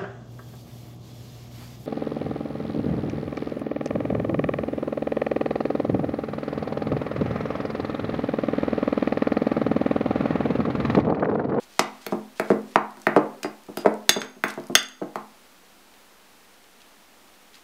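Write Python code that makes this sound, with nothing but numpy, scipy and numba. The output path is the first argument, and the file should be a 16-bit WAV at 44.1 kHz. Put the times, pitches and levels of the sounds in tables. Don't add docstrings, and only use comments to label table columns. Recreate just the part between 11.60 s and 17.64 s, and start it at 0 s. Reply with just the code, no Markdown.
import sys
import numpy as np
from scipy import signal
from scipy.fft import rfft, irfft
from scipy.io import wavfile
from scipy.ndimage import uniform_filter1d
from numba import njit

SR = 44100
rng = np.random.default_rng(int(sys.argv[2]) if len(sys.argv) > 2 else 0)


def dump_mix(stems):
    frames = np.atleast_2d(stems).T
    limited = np.clip(frames, -1, 1)
    pcm = np.round(limited * 32767).astype(np.int16)
    wavfile.write(sys.argv[1], SR, pcm)


N = 266319

# start_s, bowl_db, wall_height (0-1), table_db, crack_db, click_db, rim_db, spoon_db
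STRIKES = [(0.1931, -6.5, 0.43, -15.5, -8, -53, -70, -70),
           (0.465, -23, 0.68, -28.5, -23.5, -20.5, -61, -67),
           (0.7973, -14.5, 0.52, -17, -25.5, -24.5, -70, -70), (1.158, -4, 0.41, -14, -24, -70, -70, -65),
           (1.4684, -8, 0.59, -12, -27.5, -26, -65, -69), (1.8312, -37, 1, -38, -22.5, -28, -46, -37),
           (2.1716, -24, 0.46, -24.5, -24, -24, -44, -38.5),
           (2.4925, -9.5, 0.76, -20, 4.5, -1, -3.5, -27.5), (2.6168, -18.5, 0.96, -29, -18, -35, -70, -70),
           (2.8382, -10.5, .83, -19, -17, -19, -32, -64), (3.1529, -6.5, 0.91, -21, 3, -1.5, -5, -21),
           (3.5567, -20, 0.34, -28, -33, -35, -78, -78)]
# start_s, level_db, boom_offset_db, softness (0-1)
LANDINGS = [(0.5225, -16, -0.5, 0.17), (0.9024, -6.5, -4.5, 0.13), (1.3704, -43, 3, 0),
            (1.563, -2.5, -6, 0.14), (1.845, -20, -1, 0.05), (2.085, -31.5, 1, 0.76),
            (2.247, -17.5, -21.5, 0.23), (2.2585, -4.5, -9, 0.12), (2.5623, -12, -1.5, 0.11),
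            (2.7641, -44, 1, 1), (2.975, -23.5, -1.5, 0.14), (3.0974, -26.5, 4.5, 0.44),
            (3.4149, -20, -2.5, 0.94), (3.423, -21.5, -21, 0.12)]
# pitch_hz, relative_db, t60_s
BOTTOM_MODES = [(760, -7, .03), (805, -2, .03), (880, -4, .04), (960, 0, .035), (1062, -2, .04),
                (1165, -3, .03), (1260, -4, .03)]
WALL_MODES = [(1400, -3, .018), (1540, 0, .018), (1680, -2, .018), (1860, 0, .018), (2020, -1, .018),
              (2230, -6, .02), (2450, -10, .02)]
RIM_MODES = [(3380, -6.5, 0.29), (3500, 13.5, 0.083), (3525, -8.5, 0.35), (4760, -9.5, 0.36),
             (4790, -6.5, 0.35), (6434, -5, 0.38), (6480, -10.5, 0.31), (6460, 13, 0.06), (6690, -17, .12),
             (8180, -12, 0.3), (8220, -4.5, 0.11), (9830, -27.5, .2), (12300, -40, .15)]
SPOON_MODES = [(2810, -2, .15), (3800, -9, .15), (4870, -4, .15), (4950, -3, .13), (5030, -6, .12),
               (8280, -6, .1), (10050, -10, .12)]
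TABLE_BOOM_MODES = [(153, -16, 0.35), (213.9, -6, 0.36), (257.2, -1.5, 0.43), (303, 2.5, 0.12),
                    (320, -1, 0.078), (348.6, 3.5, 0.12)]
TABLE_UPPER_MODES = [(415, -8, .12), (450, -2, .09), (480, -5, .08), (535, -4, .07), (585, -5, .08),
                     (630, -4, .07)]
# start_s, level_db
SMACKS = [(1.3074, -38), (1.4177, -30.5), (2.186, -29), (2.3411, -35), (2.6074, -25), (2.6469, -34),
          (2.883, -24), (2.9059, -26), (2.9194, -46), (2.94, -33), (3.0, -36.5), (3.0385, -40),
          (3.0691, -32.5), (3.0859, -41), (3.2297, -21.5), (3.2868, -27)]
# start_s, level_db
LUMPS = [(4.05, -50), (4.338, -43), (4.9395, -47.5), (5.0404, -45.5), (5.204, -46), (5.217, -41.5),
         (5.4594, -50), (5.738, -49), (5.934, -46), (5.943, -37.5), (5.953, -40), (5.968, -48)]
# start_s, length_s, level_db
STROKES = [(0.0, .05, -50.5), (0.08, 0.13, -55), (.29, .11, -60), (.405, .06, -52.5), (0.505, 0.036, -52),
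           (0.756, 0.064, -48), (.83, 0.12, -54), (1.07, 0.098, -56), (1.412, 0.058, -60),
           (2.189, 0.038, -45.5), (2.877, 0.039, -41), (5.94, .075, -61)]
# start_s, length_s, pitch_hz, level_db
SQUEAKS = [(2.08, 0.058, 10200, -73), (2.265, 0.056, 10540, -63.5)]
# centre_hz, t60_s
ROOM_DECAY = [(150, 0.26), (400, 0.27), (1000, 0.4), (2500, 0.26), (6000, 0.11), (13000, 0.15)]
# frequency_hz, relative_db
AIR_SPECTRUM = [(20, -14), (60, -9), (140, -16.5), (200, -2), (400, -5), (900, -5.5), (1800, -9),
                (3500, -12), (8000, -18), (15500, -20.5)]

HEIGHT_TILT_DB = 30
ROLL_S, ROLL_CONTACTS, ROLL_FADE_DB = 0.015, 4, 8.5
STIRRING_SPAN_S, SMALL_SMACK_COUNT = (.9, 3.3), 10
SQUEAK_SAG_HZ_PER_S = 12000


def spoon_strikes():
    start_s, bowl_db, height, table_db, crack_db, click_db, rim_db, spoon_db = np.transpose(STRIKES)
    tilt_db = HEIGHT_TILT_DB * (height - .5) / 2
    body = bowl_on_table(start_s, table_db - 3, table_db, bowl_db - tilt_db, bowl_db + tilt_db, crack_db)
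    rim = ring(RIM_MODES, start_s, rim_db, contact_ms=.05, scatter_db=1)
    spoon = ring(SPOON_MODES, start_s, spoon_db, contact_ms=.05, scatter_db=1)
    flutter = undb(3 * flicker(150))
    clicks = bursts(start_s, click_db, hz=10000, octaves=1.9, t60_s=.0098)
    return body + (rim + spoon) * flutter + clicks


def bowl_landings():
    start_s, level_db, boom_offset_db, softness = np.repeat(LANDINGS, ROLL_CONTACTS, axis=0).T
    is_later = np.arange(len(start_s)) % ROLL_CONTACTS > 0
    start_s = start_s + ROLL_S * is_later * rng.random(len(start_s))
    table_db = level_db - 2.5 - ROLL_FADE_DB * (1 - softness) * is_later
    boom_db = table_db + boom_offset_db
    bottom_db = table_db - 1.5 - 7 * softness
    wall_db = table_db + 3 - 84 * softness
    crack_db = table_db - 13.5 - 61 * softness
    return bowl_on_table(start_s, boom_db, table_db, bottom_db, wall_db, crack_db, contact_scale=1.23)


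def bowl_on_table(start_s, boom_db, table_db, bottom_db, wall_db, crack_db, contact_scale=1):
    boom = ring(TABLE_BOOM_MODES, start_s, boom_db, contact_ms=1.1 * contact_scale)
    wood = ring(TABLE_UPPER_MODES, start_s, table_db, contact_ms=1. * contact_scale)
    bottom = ring(BOTTOM_MODES, start_s, bottom_db, contact_ms=.6 * contact_scale)
    wall = ring(WALL_MODES, start_s, wall_db, contact_ms=.35 * contact_scale)
    crack = bursts(start_s, crack_db, hz=3300, octaves=1.9, t60_s=.021)
    return boom + wood + bottom + wall + crack


def ring(modes, start_s, level_db, contact_ms, scatter_db=3):
    norm = np.sqrt(sum(undb(mode_db) ** 2 for _, mode_db, _ in modes))
    share_db = scatter_db * rng.standard_normal((len(start_s), len(modes)))
    response = np.zeros(N)
    for k, (hz, mode_db, t60_s) in enumerate(modes):
        blows = np.zeros(N)
        np.add.at(blows, (start_s * SR).astype(int), undb(level_db + mode_db + share_db[:, k]) / norm)
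        decay = np.exp(-np.log(1000) / (t60_s * SR))
        angle = 2 * np.pi * hz / SR
        response -= signal.lfilter([0, np.sin(angle)], [1, -2 * decay * np.cos(angle), decay**2], blows)
    force = np.sin(np.pi * np.clip(np.arange(128) / (contact_ms * SR / 1000), 0, 1)) ** 2 + 1e-9
    vibration = np.convolve(response, force / force.sum())[:N]
    return highpass(vibration, .8 * modes[0][0])


def paste_rustle():
    drag = sum(undb(db) * np.sqrt(swell(start_s, length_s)) for start_s, length_s, db in STROKES)
    grains = rng.standard_normal(N) * undb(2.7 * flicker(216))
    rustle = band(band(grains, 3200, 2.4), 3200, 2.4)
    return unit_rms(rustle) * uniform_filter1d(drag, SR // 50)


def paste_smacks():
    when, strength = rng.random((SMALL_SMACK_COUNT, 2)).T
    start_s, level_db = np.transpose(SMACKS)
    start_s = np.r_[start_s, np.interp(when, [0, 1], STIRRING_SPAN_S)]
    level_db = np.r_[level_db, -45 + 4 * strength]
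    return bursts(start_s, level_db, hz=5800, octaves=2, t60_s=.006)


def falling_lumps():
    return bursts(*np.transpose(LUMPS), hz=3000, octaves=1.8, t60_s=.03)


def squeaks():
    t, out = np.arange(N) / SR, np.zeros(N)
    for start_s, length_s, pitch_hz, level_db in SQUEAKS:
        sag_hz = SQUEAK_SAG_HZ_PER_S * np.clip(t - start_s, 0, length_s)
        wavering_hz = (pitch_hz - sag_hz) * (1 + .004 * flicker(79))
        tone = np.sqrt(2) * np.sin(2 * np.pi * np.cumsum(wavering_hz) / SR)
        out += undb(level_db) * swell(start_s, length_s) * tone
    return out


def reverberation(direct):
    t = np.arange(SR // 2) / SR
    tail = sum(band(rng.standard_normal(len(t)), hz, 1.4) * 1000. ** (-t / t60) for hz, t60 in ROOM_DECAY)
    tail *= 1 - np.exp(-t / .0021)
    tail /= np.sqrt(np.sum(tail ** 2))
    return signal.fftconvolve(direct, tail)[:N] * undb(-8)


def air():
    hz, relative_db = np.transpose(AIR_SPECTRUM)
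    bin_hz = np.maximum(np.fft.rfftfreq(N, 1 / SR), 1)
    shape = undb(np.interp(np.log(bin_hz), np.log(hz), relative_db))
    hiss = irfft(rfft(rng.standard_normal(N)) * shape, N)
    return unit_rms(hiss) * undb(-54 + .27 * flicker(12))


def bursts(start_s, peak_db, hz, octaves, t60_s):
    t = np.arange(2048) / SR
    out = np.zeros(N + len(t))
    noise = rng.standard_normal((len(start_s), len(t))) * 1000. ** (-t / t60_s)
    noise = band(band(noise, hz, octaves), hz, octaves)
    for onset, gain, burst in zip((start_s * SR).astype(int), undb(peak_db), noise):
        out[onset:onset + len(t)] += gain * burst / np.abs(burst).max()
    return out[:N]


def swell(start_s, length_s):
    return np.sin(np.pi * np.clip((np.arange(N) / SR - start_s) / length_s, 0, 1))


def flicker(rate_hz):
    width = int(SR / rate_hz)
    return unit_rms(uniform_filter1d(uniform_filter1d(rng.standard_normal(N), width), width))


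def band(x, hz, octaves):
    edges_hz = np.minimum(hz * 2. ** (np.array([-.5, .5]) * octaves), .49 * SR)
    return signal.sosfilt(signal.butter(1, edges_hz, "band", fs=SR, output="sos"), x)


def highpass(x, hz):
    return signal.sosfilt(signal.butter(4, hz, "high", fs=SR, output="sos"), x)


def undb(db):
    return 10 ** (np.asarray(db) / 20)


def unit_rms(x):
    return x / np.sqrt(np.mean(x ** 2))


@njit
def peak_envelope(x, release_s):
    decay = np.exp(-1 / (release_s * SR))
    held, envelope = 0., np.empty(len(x))
    for i in range(len(x)):
        held = max(abs(x[i]), held * decay)
        envelope[i] = held
    return envelope


def scene():
    knocks = spoon_strikes() + bowl_landings()
    direct = knocks + paste_rustle() + paste_smacks() + falling_lumps() + squeaks()
    direct = highpass(direct, 120)
    return (direct + reverberation(direct) + air())[None]


def record(dry):
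    peak = peak_envelope(dry[0], release_s=.25)
    target_gain = np.minimum(1, (undb(-6) / (peak + 1e-9)) ** .45)
    gain = signal.lfilter([1 / 400], [1, 1 / 400 - 1], target_gain - 1) + 1
    clipped = np.clip(dry * gain, -1, 1) + .0009
    lowpass = signal.ellip(8, .2, 40, 15600, fs=SR, output="sos")
    return signal.sosfilt(lowpass, clipped)


dry = scene()
out = record(dry)
dump_mix(out)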